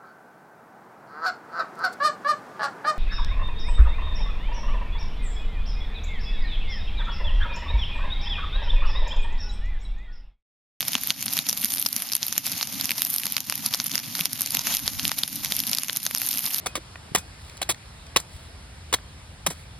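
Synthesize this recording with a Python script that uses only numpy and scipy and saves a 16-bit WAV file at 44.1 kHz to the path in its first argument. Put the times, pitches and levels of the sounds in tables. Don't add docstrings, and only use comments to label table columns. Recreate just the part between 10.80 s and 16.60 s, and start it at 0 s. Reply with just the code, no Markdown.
import sys
import numpy as np
from scipy import signal
from scipy.fft import rfft, irfft, next_fast_len
from scipy.io import wavfile
from scipy.ndimage import uniform_filter1d, minimum_filter1d, map_coordinates

SR = 44100
rng = np.random.default_rng(int(sys.argv[2]) if len(sys.argv) > 2 else 0)


def put_to_file(sound):
    columns = np.atleast_2d(sound).T
    safe = np.clip(columns, -1, 1)
    whole_steps = np.round(safe * 32767)
    wavfile.write(sys.argv[1], SR, whole_steps.astype(np.int16))


N = 255780

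# (time [s], low thud [dB], ringing body [dB], bright spit [dB], body pitch [Hz])
SAP_POPS = [(0.0071, -33, -17, -11.5, 3260), (0.0287, -24.5, -16, -34, 4550),
            (0.0827, -24.5, -18, -10.5, 5140), (0.1198, -44, -22, -18, 4400), (0.133, -44, -12, -19, 4500),
            (0.153, -16.5, -8, -40, 3080), (0.2133, -47, -39, -18, 5200), (0.2356, -30, -28, -14, 3800),
            (0.273, -32, -25, -10.5, 3960), (0.2988, -41, -20, -24, 3970), (0.3052, -17.5, -7.5, -25, 4100),
            (0.414, -48, -22, -38, 6300), (0.4265, -26, -17, -16.5, 6600), (0.4606, -34, -21.5, -14, 5840),
            (0.4816, -29, -17, -37, 4500), (0.528, -37, -23, -18, 4300), (0.5354, -37, -21, -11, 5100),
            (0.5695, -25, -19, -12, 4800), (0.5774, -22, -17, -17, 5900), (0.59, -22.5, -7, -11, 3680),
            (0.6885, -29, -11, -26, 6200), (0.6909, -32, -19, -11, 6200), (0.6954, -33, -10, -16.5, 5460),
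            (0.7037, -53, -20, -20, 6500), (0.7288, -25, -13.5, -17, 5500), (0.7749, -53, -15.5, -15, 6700),
            (0.8173, -35, -28, -14, 4300), (0.846, -43, -18, -7.5, 4730), (0.8566, -26, -16, -15, 6500),
            (0.905, -29, -20, -16, 5600), (0.921, -32, -16, -19, 5970), (0.9385, -31, -20, -11, 5430),
            (0.9826, -31, -19.5, -19, 5100), (0.998, -42, -35, -9, 5370), (1.0155, -40, -22, -16, 6200),
            (1.0262, -37, -21, -11, 3740), (1.0622, -23, -13, -15.5, 4300), (1.0653, -47, -11, -18, 5100),
            (1.0878, -48, -24, -15, 6100), (1.1289, -37, -19, -11.5, 4740), (1.1641, -33, -14, -12, 6560),
            (1.222, -25.5, -24, -13, 5900), (1.2896, -45, -23, -30, 4900), (1.3198, -26, -20, -25, 5400),
            (1.325, -47, -19, -16, 4500), (1.3344, -36, -12, -25, 4840), (1.3525, -24.5, -14, -4, 4670),
            (1.3658, -40, -18, -12, 6500), (1.4301, -30, -9, -22, 4370), (1.4664, -30, -25, -10.5, 4300),
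            (1.4824, -39, -20, -13, 4500), (1.526, -25, -13, -18, 6300), (1.5796, -21, -7.5, -6.5, 6900),
            (1.6588, -45, -20, -23, 4900), (1.6664, -30, -17.5, -13, 5130), (1.7183, -43, -20, -17, 5270),
            (1.8117, -21.5, -18, -31, 4070), (1.8289, -25, -11.5, -22, 4350), (1.9348, -53, -28, -33, 4330),
            (1.9554, -54, -30, -27, 4600), (2.0114, -39, -14.5, -15, 4600), (2.0436, -36, -17, -32, 6200),
            (2.0562, -31, -19.5, -13.5, 5300), (2.0931, -23, -14, -35, 3100),
            (2.1074, -40, -10.5, -10.5, 2750), (2.1171, -42, -12.5, -22, 2930),
            (2.1811, -33, -16.5, -20, 5600), (2.22, -22.5, -9.5, -6.5, 5070),
            (2.2501, -43, -12.5, -6, 5230), (2.3022, -47, -22, -7.5, 5100), (2.3082, -47, -35, -15, 5900),
            (2.3327, -47, -31, -13, 5500), (2.3408, -37, -17, -9, 7000), (2.3626, -48, -37, -8, 6400),
            (2.3833, -30, -15, -11, 5060), (2.4348, -33, -17.5, -24, 2700), (2.456, -30, -21, -13.5, 4960),
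            (2.4674, -25.5, -16, -18, 4600), (2.523, -47, -22.5, -11.5, 3600),
            (2.5672, -17, -8.5, -14, 4350), (2.581, -36, -16, -24, 2880), (2.6051, -42, -12.5, -15, 5670),
            (2.6986, -24.5, -13.5, -15.5, 5400), (2.7244, -20, -16, -18, 3750),
            (2.7553, -38, -21, -11.5, 6600), (2.778, -32, -26, -20, 6000), (2.862, -34, -13, -7.5, 4370),
            (2.866, -47, -20, -19, 5700), (2.9394, -28, -10.5, -36, 4440), (2.9466, -26, -12, -18, 4960),
            (3.001, -17.5, -10, -23, 5900), (3.0423, -37, -38, -10, 5400), (3.0664, -42, -23, -11, 6000),
            (3.1161, -56, -15, -28, 5160), (3.138, -41, -24, -35, 3540), (3.1552, -22, -12, -20, 5150),
            (3.1792, -21, -10.5, -38, 4700), (3.3521, -26, -18.5, -19.5, 5140),
            (3.3927, -21.5, -21, -22, 5100), (3.4056, -38, -28, -14, 3500),
            (3.4093, -20.5, -14.5, -15.5, 4050), (3.456, -21, -9.5, -10, 5030),
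            (3.5318, -34, -19.5, -12.5, 5340), (3.6088, -27, -21.5, -10.5, 6350),
            (3.6187, -42, -16.5, -9, 6500), (3.631, -35, -26, -22, 6250), (3.6612, -32, -11.5, -17, 6800),
            (3.673, -45, -21, -28, 3120), (3.7065, -50, -16, -10.5, 4860), (3.722, -37, -36, -13, 6800),
            (3.7462, -31, -18, -16, 6600), (3.7494, -23, -14, -11, 6300), (3.7703, -22, -11, -9.5, 3340),
            (3.7927, -20.5, -8.5, -21, 5560), (3.8707, -19.5, -13.5, -19, 6200),
            (3.9407, -45, -20.5, -16, 3820), (3.9496, -42, -19, -11.5, 6500),
            (3.9693, -31, -13, -12.5, 5170), (4.0785, -51, -8, -25, 3800),
            (4.1957, -28.5, -14.5, -30, 4100), (4.2526, -18.5, -12.5, -20, 4400),
            (4.2795, -42, -10.5, -15, 5570), (4.2939, -28, -16.5, -53, 2300),
            (4.317, -11.5, -15.5, -14, 5900), (4.3845, -38, -19, -21, 4300), (4.3886, -42, -17, -12, 5040),
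            (4.435, -20, -3.5, -17, 3530), (4.4784, -26, -19.5, -12, 6000), (4.5577, -46, -30, -18, 4740),
            (4.6476, -23.5, -14, -15, 5800), (4.6592, -54, -19, -28, 2740),
            (4.722, -20.5, -12.5, -17, 3900), (4.752, -56, -26, -18, 5600), (4.7658, -44, -21, -9, 5300),
            (4.7917, -50, -16, -14, 5540), (4.8028, -42, -14.5, -13, 4500), (4.8372, -20, -24, -18, 5340),
            (4.8688, -64, -19.5, -13, 4600), (4.8755, -46, -38, -15, 5000), (4.8963, -47, -19.5, -19, 5000),
            (4.915, -53, -23, -13, 4400), (4.9322, -26.5, -11, -27, 4640), (4.9494, -47, -12.5, -13, 4700),
            (4.9728, -43, -13, -24, 5000), (4.9852, -24.5, -8, -13, 5100), (4.9977, -51, -33, -19, 5000),
            (5.0345, -22.5, -13.5, -12.5, 6850), (5.0839, -26, -16.5, -19, 6340),
            (5.097, -15.5, -19, -29, 3900), (5.1303, -38, -19, -19, 5460), (5.1556, -33, -42, -20, 3400),
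            (5.1627, -45, -16, -21, 6450), (5.1711, -30, -18.5, -9.5, 6040), (5.231, -47, -25, -18, 4600),
            (5.2388, -51, -30, -21, 6000), (5.253, -39, -23, -16, 4700), (5.2653, -20.5, -10, -20, 6260),
            (5.3109, -28, -20, -18, 2700), (5.349, -21.5, -13.5, -11.5, 5500),
            (5.3748, -33, -17, -22, 5200), (5.3825, -47, -24, -12, 5100), (5.4178, -31, -18.5, -12.5, 2600),
            (5.4643, -36, -29, -11, 4700), (5.4726, -41, -23, -18, 6800), (5.4888, -48, -20, -10.5, 6800),
            (5.513, -35, -17, -11, 5600), (5.5222, -39, -23, -18, 6000), (5.5297, -40, -18, -24, 5900),
            (5.574, -51, -22.5, -13, 3020), (5.5837, -43, -19, -15.5, 5600), (5.5923, -38, -23, -12, 5800),
            (5.6563, -42, -33, -12, 4300), (5.6633, -40, -15, -24, 4720), (5.7453, -59, -16, -13, 3400),
            (5.7834, -46, -19, -18, 4760)]
# (frequency [Hz], level [dB])
STRAW_TONE = [(240, -71), (400, -17), (711, -2.5), (1480, -6), (1740, -6.5), (2060, -1.5), (5010, 0.5),
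              (7000, 1), (9100, -34), (15400, -120)]
# (frequency [Hz], level [dB])
STEAM_TONE = [(6000, -68), (7500, -22.5), (9500, -10), (12900, -2.5), (16000, -39)]


def amp(db):
    return 10 ** (np.asarray(db) / 20)


def unit(x):
    return x / np.sqrt(np.mean(x ** 2, axis=-1, keepdims=True) + 1e-20)


def tone_gain(tone, hz):
    points_hz, db = np.transpose(tone)
    return amp(np.interp(np.log(hz + 1), np.log(points_hz + 1), db))


def curves(rows):
    times, *columns = np.transpose(rows)
    return [np.interp(np.arange(N) / SR, times, column) for column in columns]


def wobble(rate_hz):
    return map_coordinates(rng.standard_normal(N // 20), [np.arange(N) * rate_hz / SR])


def filtered(x, response):
    size = next_fast_len(N + 8192)
    return irfft(rfft(x, size) * response(np.fft.rfftfreq(size, 1 / SR)), size)[..., :N]


def hiss(tone, patchy_db):
    spectra = signal.stft(rng.standard_normal((2, N)), nperseg=256)[2]
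    patches = uniform_filter1d(rng.standard_normal(spectra.shape[1:]), size=6, axis=0)
    patches = uniform_filter1d(patches, size=8, axis=1)
    pair = signal.istft(spectra * amp(patchy_db * patches / patches.std()), nperseg=256)[1][:, :N]
    return unit(filtered(pair, lambda hz: tone_gain(tone, hz)))


def pops(rows):
    times, thud_db, body_db, spit_db, body_hz = np.transpose(rows)[:, :, None]
    size, lead = 512, 64
    t = (np.arange(size) - lead) / SR
    hz = np.fft.rfftfreq(size, 1 / SR)
    noise = rng.standard_normal((len(rows), 2, size + 2)).transpose(1, 0, 2)
    fall_s = .00032 * np.exp(.3 * noise[0, :, -1:])
    shape = np.where(t < 0, np.exp(t / .00017), np.exp(-t / fall_s) + amp(-13) * np.exp(-t / .0016))
    noise[0, :, lead] += 1.5
    puff = rfft(noise[..., :size] * shape)
    octaves_squared = lambda centre_hz: np.log2((hz + 1) / centre_hz) ** 2
    thud = amp(-np.where(hz < 1550, 2.2, 9) * octaves_squared(2030))
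    body = amp(-7 - 8.9 * octaves_squared(5720)) + 1 / (1 + ((hz - body_hz) / 850) ** 2)
    spit = tone_gain(STEAM_TONE, hz)
    part = lambda band, db: amp(db) * unit(irfft(puff * band * (hz < 13620), size))
    wave = part(thud, thud_db - 13) + part(body, body_db - 12.5) + part(spit, spit_db - 14)
    side_db = np.minimum(-7 + 6 * noise[0, :, -2:-1], 1.5)
    wave[1] *= amp(side_db)
    at = (np.rint(times * SR).astype(int) + np.arange(size)).ravel()
    return np.array([np.bincount(at, channel.ravel(), N + 2 * size)[lead:][:N] for channel in wave])


def flare(pop_db):
    spread_s, most_db = .013, 3.2
    hits = np.bincount((np.array(SAP_POPS)[:, 0] * SR).astype(int), amp(pop_db), N)
    t = np.arange(-SR // 10, SR // 10 + 1) / SR
    nearby = np.abs(signal.fftconvolve(hits, np.exp(-(t / spread_s) ** 2 / 2), "same"))
    return np.minimum(20 * np.log10(1 + amp(12) * nearby), most_db)


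def crackle(straw_db, steam_db, count, spread_db):
    when, strength, body, spit, thud, pitch = rng.random((count, 6)).T
    at = (when * N).astype(int)
    extra_db = np.minimum(-spread_db * np.log(strength + 1e-9), 12.5)
    body_db = straw_db[at] + extra_db - 4 + 8 * (body - .5)
    spit_db = steam_db[at] + extra_db - 3 + 8 * (spit - .5)
    thud_db = body_db - 18 + 9 * thud
    return pops(np.c_[at / SR, thud_db, body_db, spit_db, 2500 + 4500 * pitch])


def sizzle():
    # (time [s], straw level [dB], steam level [dB])
    spurts = [(0.0, -36.5, -36), (0.1, -35, -37), (0.24, -35, -39), (0.52, -39, -37), (0.61, -33, -35.5),
              (0.92, -38, -32.5), (1.06, -39, -36), (1.34, -39, -38.5), (1.71, -35.5, -36),
              (2.05, -37, -37.5), (2.26, -34.5, -29), (2.39, -39.5, -32), (2.5, -39, -41),
              (2.78, -39, -38.5), (3.15, -35.5, -36.5), (3.63, -38.5, -39), (3.8, -33, -35),
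              (3.97, -37, -35.5), (4.68, -37, -37), (4.8, -37, -35.5), (4.93, -38, -38), (5.17, -41.5, -41),
              (5.51, -36.5, -33), (5.8, -37, -31.5)]
    straw_db, steam_db = curves(spurts) + .8 * wobble(rate_hz=14)
    _, _, body_db, spit_db, _ = np.transpose(SAP_POPS)
    straw_db += flare(body_db)
    steam_db += flare(spit_db)
    flutter_db = 1.8 * wobble(rate_hz=110)
    straw = amp(straw_db - 4.5 + flutter_db) * hiss(STRAW_TONE, patchy_db=1.5)
    steam = amp(steam_db - 3.5 + flutter_db) * hiss(STEAM_TONE, patchy_db=1.0)
    return straw + steam + crackle(straw_db, steam_db, count=1500, spread_db=5.0)


def flames():
    # (time [s], level [dB])
    draught = [(0.0, -51), (0.29, -51.5), (0.56, -48), (1.26, -56), (1.95, -48), (2.45, -53), (3.13, -49.5),
               (4.85, -49), (4.93, -52), (5.8, -53)]
    # (frequency [Hz], level [dB])
    flame_tone = [(15, -51), (25, -45), (114, -3.5), (233, -2), (289, -2.5), (380, -29), (490, -65),
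                  (840, -120)]
    flutter_db = 1.2 * wobble(rate_hz=20)
    return amp(curves(draught)[0] + 5.5 + flutter_db) * hiss(flame_tone, patchy_db=1.65)


def breeze():
    # (time [s], level [dB])
    gusts = [(0.0, -62), (0.14, -46), (0.45, -70), (0.97, -51), (1.1, -61), (3.1, -56), (3.44, -61),
             (3.95, -45.5), (4.3, -44), (4.45, -62), (4.62, -46), (5.02, -60), (5.3, -52), (5.8, -60)]
    # (frequency [Hz], level [dB])
    gust_tone = [(15, -30), (35, 6), (90, 4), (200, -13), (330, -47), (500, -70)]
    gust_db = curves(gusts)[0] + 1.5 * wobble(rate_hz=9)
    alike, opposed = amp(gust_db) * hiss(gust_tone, patchy_db=0.5)
    return np.array([.4 * alike + opposed, .4 * alike - opposed])


def gas_thumps():
    # (time [s], level [dB], pitch [Hz])
    thumps = [(0.156, -25, 240), (0.303, -32, 207), (0.592, -37, 212), (0.846, -27.5, 213),
              (1.165, -30, 225), (1.576, -33, 184), (2.465, -51, 210), (2.68, -53, 72.4), (3.14, -28, 236),
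              (3.411, -26, 165), (3.78, -29.5, 145), (4.049, -39, 75), (4.15, -35, 90.5),
              (4.72, -31.5, 181), (5.172, -34, 144)]
    sound = np.zeros(N + SR)
    t = np.arange(-SR // 40, SR // 20) / SR
    for time, db, hz in thumps:
        swell = np.exp(-np.abs(t) * hz / np.where(t < 0, .6, 1.3))
        start = round(time * SR) - SR // 40
        sound[start:start + len(t)] += amp(db) * swell * np.sin(2 * np.pi * hz * t)
    return sound[:N]


def branch_rustle():
    # (time [s], length [s], level [dB])
    landings = [(1.682, 0.094, -40), (3.838, 0.11, -33)]
    rise_s, fall_s = .011, .021
    t = np.arange(N) / SR
    swell = np.zeros(N)
    for start, length, db in landings:
        ramps = np.minimum((t - start) / rise_s, 1 + (start + length - t) / fall_s)
        swell += amp(db) * np.clip(ramps, 0, 1)
    flutter = amp(1.8 * wobble(rate_hz=90))
    return swell * flutter * (hiss(STRAW_TONE, patchy_db=2.0) + hiss(STEAM_TONE, patchy_db=2.2))


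def scene():
    # (frequency [Hz], gain of the side signal [dB])
    width = [(60, -1), (99, -23), (160, -2.5), (270, -6.5), (440, 0.5), (720, -7.5), (1190, -6), (1950, -7),
             (3210, -11.5), (5270, -0.5), (8670, -2), (14200, -13)]
    mid, side = pops(SAP_POPS) + sizzle() + flames() + branch_rustle()
    side = filtered(side, lambda hz: tone_gain(width, hz))
    fire = np.array([mid + side, mid - side])
    fire += gas_thumps() * amp([[1.5], [-1.5]])
    return fire * amp([[-.4], [.4]]) + breeze()


def record(dry):
    notch_hz, edge_hz, top_hz = 7870, 13620, 14858
    limit_db, recover_db_per_s = -6, 108.5
    hold, react = int(.03 * SR), int(.015 * SR)
    notch = lambda hz, depth, width_hz: 1 - depth / (1 + ((hz - notch_hz) / width_hz) ** 2)
    faint_top = lambda hz: np.where(hz < edge_hz, 1, amp(-30 - .011 * (hz - edge_hz)))
    heard = filtered(dry, lambda hz: notch(hz, .77, 696) * notch(hz, .49, 136) * faint_top(hz))
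    heard = heard / (1 + np.abs(heard) ** 3.5) ** (1 / 3.5)
    peak_db = 20 * np.log10(np.abs(heard).max(0) + 1e-9)
    wanted_cut_db = 1.026 * np.maximum(peak_db - limit_db, 0)
    held_db = -minimum_filter1d(-wanted_cut_db, hold, origin=(hold - 1) // 2)
    climb_db = recover_db_per_s * np.arange(N) / SR
    cut_db = np.maximum.accumulate(held_db + climb_db) - climb_db
    cut_db = uniform_filter1d(np.pad(cut_db, (react, 0))[:N], react)
    return filtered(heard * amp(-cut_db), lambda hz: 1 / (1 + (hz / top_hz) ** 120))


dry = scene()
out = record(dry)
put_to_file(out)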